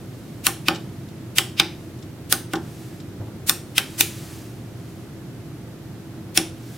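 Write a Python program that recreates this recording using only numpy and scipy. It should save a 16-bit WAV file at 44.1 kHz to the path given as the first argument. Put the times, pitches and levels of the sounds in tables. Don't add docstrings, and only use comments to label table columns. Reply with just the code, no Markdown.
import sys
import numpy as np
from scipy import signal
from scipy.fft import rfft, irfft, next_fast_len
from scipy.io import wavfile
from scipy.ndimage import map_coordinates

SR = 44100
rng = np.random.default_rng(int(sys.argv[2]) if len(sys.argv) > 2 else 0)


def persist_wave(psi):
    counts = np.round(np.clip(psi, -1, 1) * 32767).astype(np.int16)
    wavfile.write(sys.argv[1], SR, np.atleast_2d(counts).T)


N = 298557
T = np.arange(SR // 3) / SR


def amp(db):
    return 10 ** (np.asarray(db) / 20)


def unit(x):
    return x / np.sqrt(np.mean(x ** 2) + 1e-20)


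def along(points, hz):
    point_hz, values = np.transpose(points)
    return np.interp(np.log(hz + 1), np.log(point_hz + 1), values)


def filtered(x, response):
    size = x.shape[-1]
    padded = next_fast_len(size + 8192)
    return irfft(rfft(x, padded) * response(np.fft.rfftfreq(padded, 1 / SR)), padded)[..., :size]


def wobble(rate_hz):
    position = np.arange(N) * rate_hz / SR
    knots = rng.standard_normal(int(N * rate_hz / SR) + 4)
    coarse = position[::64]
    return np.interp(position, coarse, map_coordinates(knots, [coarse]))


def add(track, start_s, sound):
    part = track[:, max(round(start_s * SR), 0):][:, :sound.shape[-1]]
    part += sound[..., :part.shape[-1]]


def ring(modes, attack_s, in_phase=False, scatter_db=2):
    hz, db, t60 = np.transpose(modes)[:, :, None]
    level = amp(db + scatter_db * rng.standard_normal(hz.shape))
    phase = rng.random(hz.shape) * (not in_phase)
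    waves = np.sin(2 * np.pi * (hz * T + phase)) * amp(-60 * T / t60)
    return (level * waves).sum(0) / np.linalg.norm(level) * (1 - np.exp(-T / attack_s))


# frequency_hz, side_to_mid_db
STEREO_WIDTH = [(30, -3), (80, -26), (300, -17), (1000, -10.5), (4000, -3), (14000, -6)]
def noise(spectrum, size, side_db):
    def colour(hz):
        side_gain = amp(along(STEREO_WIDTH, hz) + side_db)
        return amp(along(spectrum, hz)) * [np.ones_like(hz), side_gain]
    mid, side = filtered(rng.standard_normal((2, size)), colour)
    return unit(np.array([mid + side, mid - side]))


# frequency_hz, rms_level_db
HUM_LINES = [(97, -50), (119, -45.5), (328.4, -48.5), (689, -63.5)]
# frequency_hz, relative_density_db
RUMBLE_SPECTRUM = [(13, -54.5), (22, -29), (43, -19.5), (64, -15), (80, -9.5), (125, -2), (222, -8.5),
                   (237, -11), (268, -8.5), (299, -9.5), (333, -11), (401, -14), (427, -18.5), (548, -21),
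                   (900, -30.5), (1170, -45), (1980, -120)]
HISS_SPECTRUM = [(400, -13), (750, -6.5), (1300, -5), (2500, -11), (4500, -15), (9000, -19), (14000, -19),
                 (16000, -27.5)]
def background():
    t = np.arange(N) / SR
    hum = np.zeros(N)
    for hz, db in HUM_LINES:
        peak = np.sqrt(2) * amp(db + 0.25 * wobble(3.5))
        hum += peak * np.sin(2 * np.pi * hz * t + 0.74 * wobble(3.92))
    rumble = amp(-37.5) * noise(RUMBLE_SPECTRUM, N, side_db=4.5)
    hiss = amp(-50.5) * noise(HISS_SPECTRUM, N, side_db=3)
    return hum + rumble + hiss


# frequency_hz, t60_s
ROOM_DECAY = [(200, 0.67), (1000, 0.33), (3500, 0.35), (8000, 0.33), (15000, 0.25)]
def room(x, side_db, early_db=6, early_t60_s=0.056, ripple_db=2.2):
    colour = np.linalg.norm(signal.stft(x, SR, nperseg=256)[2], axis=(0, 2))[:, None]
    colour = colour * amp(ripple_db * rng.standard_normal(colour.shape))
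    hz, t, diffuse = signal.stft(rng.standard_normal((2, len(T))), SR, nperseg=256)
    walls = amp(-60 * t / along(ROOM_DECAY, hz)[:, None])
    early = amp(early_db - 60 * t / early_t60_s)
    tail = signal.istft(diffuse * colour * (walls + early), SR, nperseg=256)[1][:, :len(T)]
    mid, side = tail * (1 - np.exp(-T / 0.0026))
    return x.std() * unit(np.array([mid + amp(side_db) * side, mid - amp(side_db) * side]))


# peak_s, level_db, length_s
HAND_STROKES = [(0.4, -57, 1.32), (1.8, -59, .45), (2.793, -50.5, .33), (4.15, -43.5, 0.56),
                (4.9, -57, 0.33), (6.8, -49, 0.36)]
# frequency_hz, relative_density_db
BRUSH_SPECTRUM = [(500, -7), (1500, 0.5), (3000, 0.5), (6000, 0.5), (11000, -2), (16000, -7)]
def brushing(edge_fade_db=6):
    peak_s, db, length_s = np.transpose(HAND_STROKES)[:, :, None]
    offset = 2 * (np.arange(N) / SR - peak_s) / length_s
    envelope = np.linalg.norm(amp(db - edge_fade_db * offset ** 2), axis=0)
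    return envelope * amp(0.6 * wobble(21)) * noise(BRUSH_SPECTRUM, N, side_db=-33)


def soft_contact(peak_s):
    return T / peak_s * np.exp(1 - T / peak_s)


# start_s, level_db
FINGER_TOUCHES = [(0.746, -37), (0.756, -35), (1.085, -50.5), (1.986, -51), (2.023, -46), (2.553, -33),
                  (3, -44.5)]
# frequency_hz, relative_density_db
TAP_SPECTRUM = [(500, -20), (1500, -15), (2600, -4.5), (3700, 0), (4500, -7), (5600, -2), (6500, -11),
                (7600, -4.5), (8600, -25), (16000, -24)]
def fingertips():
    out = np.zeros((2, N))
    for start_s, db in FINGER_TOUCHES:
        tap = amp(db) * soft_contact(peak_s=0.0036) * noise(TAP_SPECTRUM, len(T), side_db=-3)
        add(out, start_s, tap + amp(-7.5) * room(tap, side_db=-8))
    return out


# start_s, relative_level_db
HAND_BUMPS = [(3.195, -25.5), (3.25, -30)]
# frequency_hz, relative_density_db
RUB_SPECTRUM = [(40, -23), (100, 5), (200, -4.5), (700, -11.5), (1600, -27), (4000, -54.5)]
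# frequency_hz, relative_level_db, t60_s
BOOM_MODES = [(86, -6, .24), (104, 19, 0.25), (128, -13, 0.42)]
def desk_bumps():
    out = np.zeros((2, N))
    for start_s, db in HAND_BUMPS:
        rub = amp(-10.5) * soft_contact(peak_s=0.02) * noise(RUB_SPECTRUM, len(T), side_db=-2)
        boom = amp(9.5) * ring(BOOM_MODES, attack_s=0.014)
        add(out, start_s, amp(db) * (rub + boom))
    return out


def swish(click_noise):
    fade = amp(-17 - 60 * T / 0.1) * np.clip((0.035 - T) / 0.0121, 0, 1)
    return (click_noise * fade)[:, ::-1]


# frequency_hz, relative_level_db, t60_s
KNOCK_MODES = [(1075, -4.5, 0.16), (1188, 2, 0.08), (1285, 1, 0.076), (1377, -9, 0.21), (1473, 9.5, 0.057),
               (1585, -4.5, 0.16), (1794, -4.5, 0.22), (2070, -21, 0.08)]
BENDING_MODES = [(457, -17, 0.091), (550, 2, 0.23), (768, 13, 0.17), (800.6, 14, 0.16), (854, 2.5, 0.33)]
def circuit_board(knock_db, thud_db):
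    knock = amp(knock_db - 0.5) * ring(KNOCK_MODES, attack_s=0.0001)
    bending_db = 0.5 + 0.49 * knock_db + 0.61 * thud_db
    bending = amp(bending_db) * ring(BENDING_MODES, attack_s=0.0056)
    return (knock + bending)[None]


# frequency_hz, relative_level_db, t60_s
DESK_MODES = [(170.5, -7, 0.42), (247, -12.5, 0.33), (304.8, -6.5, 0.23), (326, 3.5, 0.25),
              (354.9, -2, 0.33), (403, -9, 0.24)]
def desk_thud(thud_db):
    return amp(thud_db + 6) * ring(DESK_MODES, attack_s=0.0053, in_phase=True)[None]


# frequency_hz, relative_level_db, t60_s
FRAME_MODES = [(2370, 4, 0.27), (2420, 6, .2), (2700, -12, 0.097), (3015, -16, 0.14), (3620, -9, .3),
               (3780, -5, 0.66), (4300, -21, 0.206), (4630, -1, 0.33), (5460, 3, 0.258), (7200, -6.5, 0.14),
               (9100, -6.5, 0.23)]
def switch_frames(snap_db):
    return amp(snap_db - 27.5) * ring(FRAME_MODES, attack_s=0.001)


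def burst(hold_s, t60_s):
    rise = 1 - np.exp(-T / 0.0001)
    return rise * amp(-60 * np.maximum(T - hold_s, 0) / t60_s)


# frequency_hz, relative_density_db
SNAP_SPECTRUM = [(150, -54), (500, -14.5), (1000, -22.5), (1900, -5.5), (2600, 2), (3600, -1.5),
                 (4200, -8.5), (5200, -4), (7000, -17), (16000, -25)]
TICK_SPECTRUM = [(300, -20.5), (1500, -14.5), (3500, -10.5), (6000, -10), (9500, -6), (12000, -11),
                 (14500, -9.5), (16000, -15.5)]
def dome(snap_db, tick_db, pitch_hz, ring_db, lift_db=3, half_width_oct=0.048):
    def resonance(hz):
        detuning = np.log2((hz + 1) / pitch_hz) / half_width_oct
        return amp(lift_db / (1 + detuning ** 2))
    snap = amp(snap_db) * unit(filtered(noise(SNAP_SPECTRUM, len(T), side_db=-5), resonance))
    tick = amp(tick_db + 6.5) * noise(TICK_SPECTRUM, len(T), side_db=1.5)
    crack = snap * burst(hold_s=0.0019, t60_s=0.019) + tick * burst(hold_s=0.0016, t60_s=0.0047)
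    ring_decay = burst(hold_s=0.0019, t60_s=0.01) + amp(-25) * burst(hold_s=0, t60_s=0.26)
    tone = amp(ring_db) * ring_decay * np.sin(2 * np.pi * pitch_hz * T)
    return crack, tone, snap + tick


# start_s, snap_db, tick_db, knock_db, thud_db, pitch_hz, ring_db
BUTTON_CLICKS = [ (0.467, -11.5, -10.5, -16.5, -28.5, 2750, -20),
                 (0.6836, -10.5, -24, -12.5, -21.5, 2470, -9), (1.3838, -8, -10.5, -19.5, -31, 3690, -13),
                 (1.5981, -5, -26, -18, -26.5, 3665, -3), (2.3249, -15, -10, -15.5, -31, 3380, -27.5),
                 (2.5349, -25.5, -31.5, -19, -21, 2850, -30), (3.495, -20.5, -7.5, -18, -40.5, 3600, -10.5),
                 (3.7804, -8.5, -15, -18.5, -35.5, 3090, -5.5), (4.0082, -12, -5.5, -33, -32, 2430, -7),
                 (6.3748, -9.5, -10.5, -22, -23, 5380, -6.5)]
def buttons():
    out = np.zeros((2, N + len(T)))
    for start_s, snap_db, tick_db, knock_db, thud_db, pitch_hz, ring_db in BUTTON_CLICKS:
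        crack, tone, click_noise = dome(snap_db, tick_db, pitch_hz, ring_db)
        board = circuit_board(knock_db, thud_db)
        frames = switch_frames(snap_db)
        thud = desk_thud(thud_db)
        bright_tail = amp(-9) * room(crack + amp(-6) * tone, side_db=-9)
        low_tail = amp(-5.5) * room(board, side_db=-8.5) + amp(-10) * room(thud, side_db=-9)
        add(out, start_s, swish(click_noise))
        add(out, start_s + len(T) / SR, crack + tone + frames + board + thud + bright_tail + low_tail)
    return out[:, len(T):]


def scene():
    foreground = buttons() + brushing() + fingertips() + desk_bumps()
    return foreground * amp([[-0.15], [0.15]]) + background() * amp([[-0.38], [0.38]])


def record(dry):
    ceiling, band_limit_hz = 0.93, 15900
    return filtered(np.clip(dry, -ceiling, ceiling), lambda hz: hz < band_limit_hz)


dry = scene()
out = record(dry)
persist_wave(out)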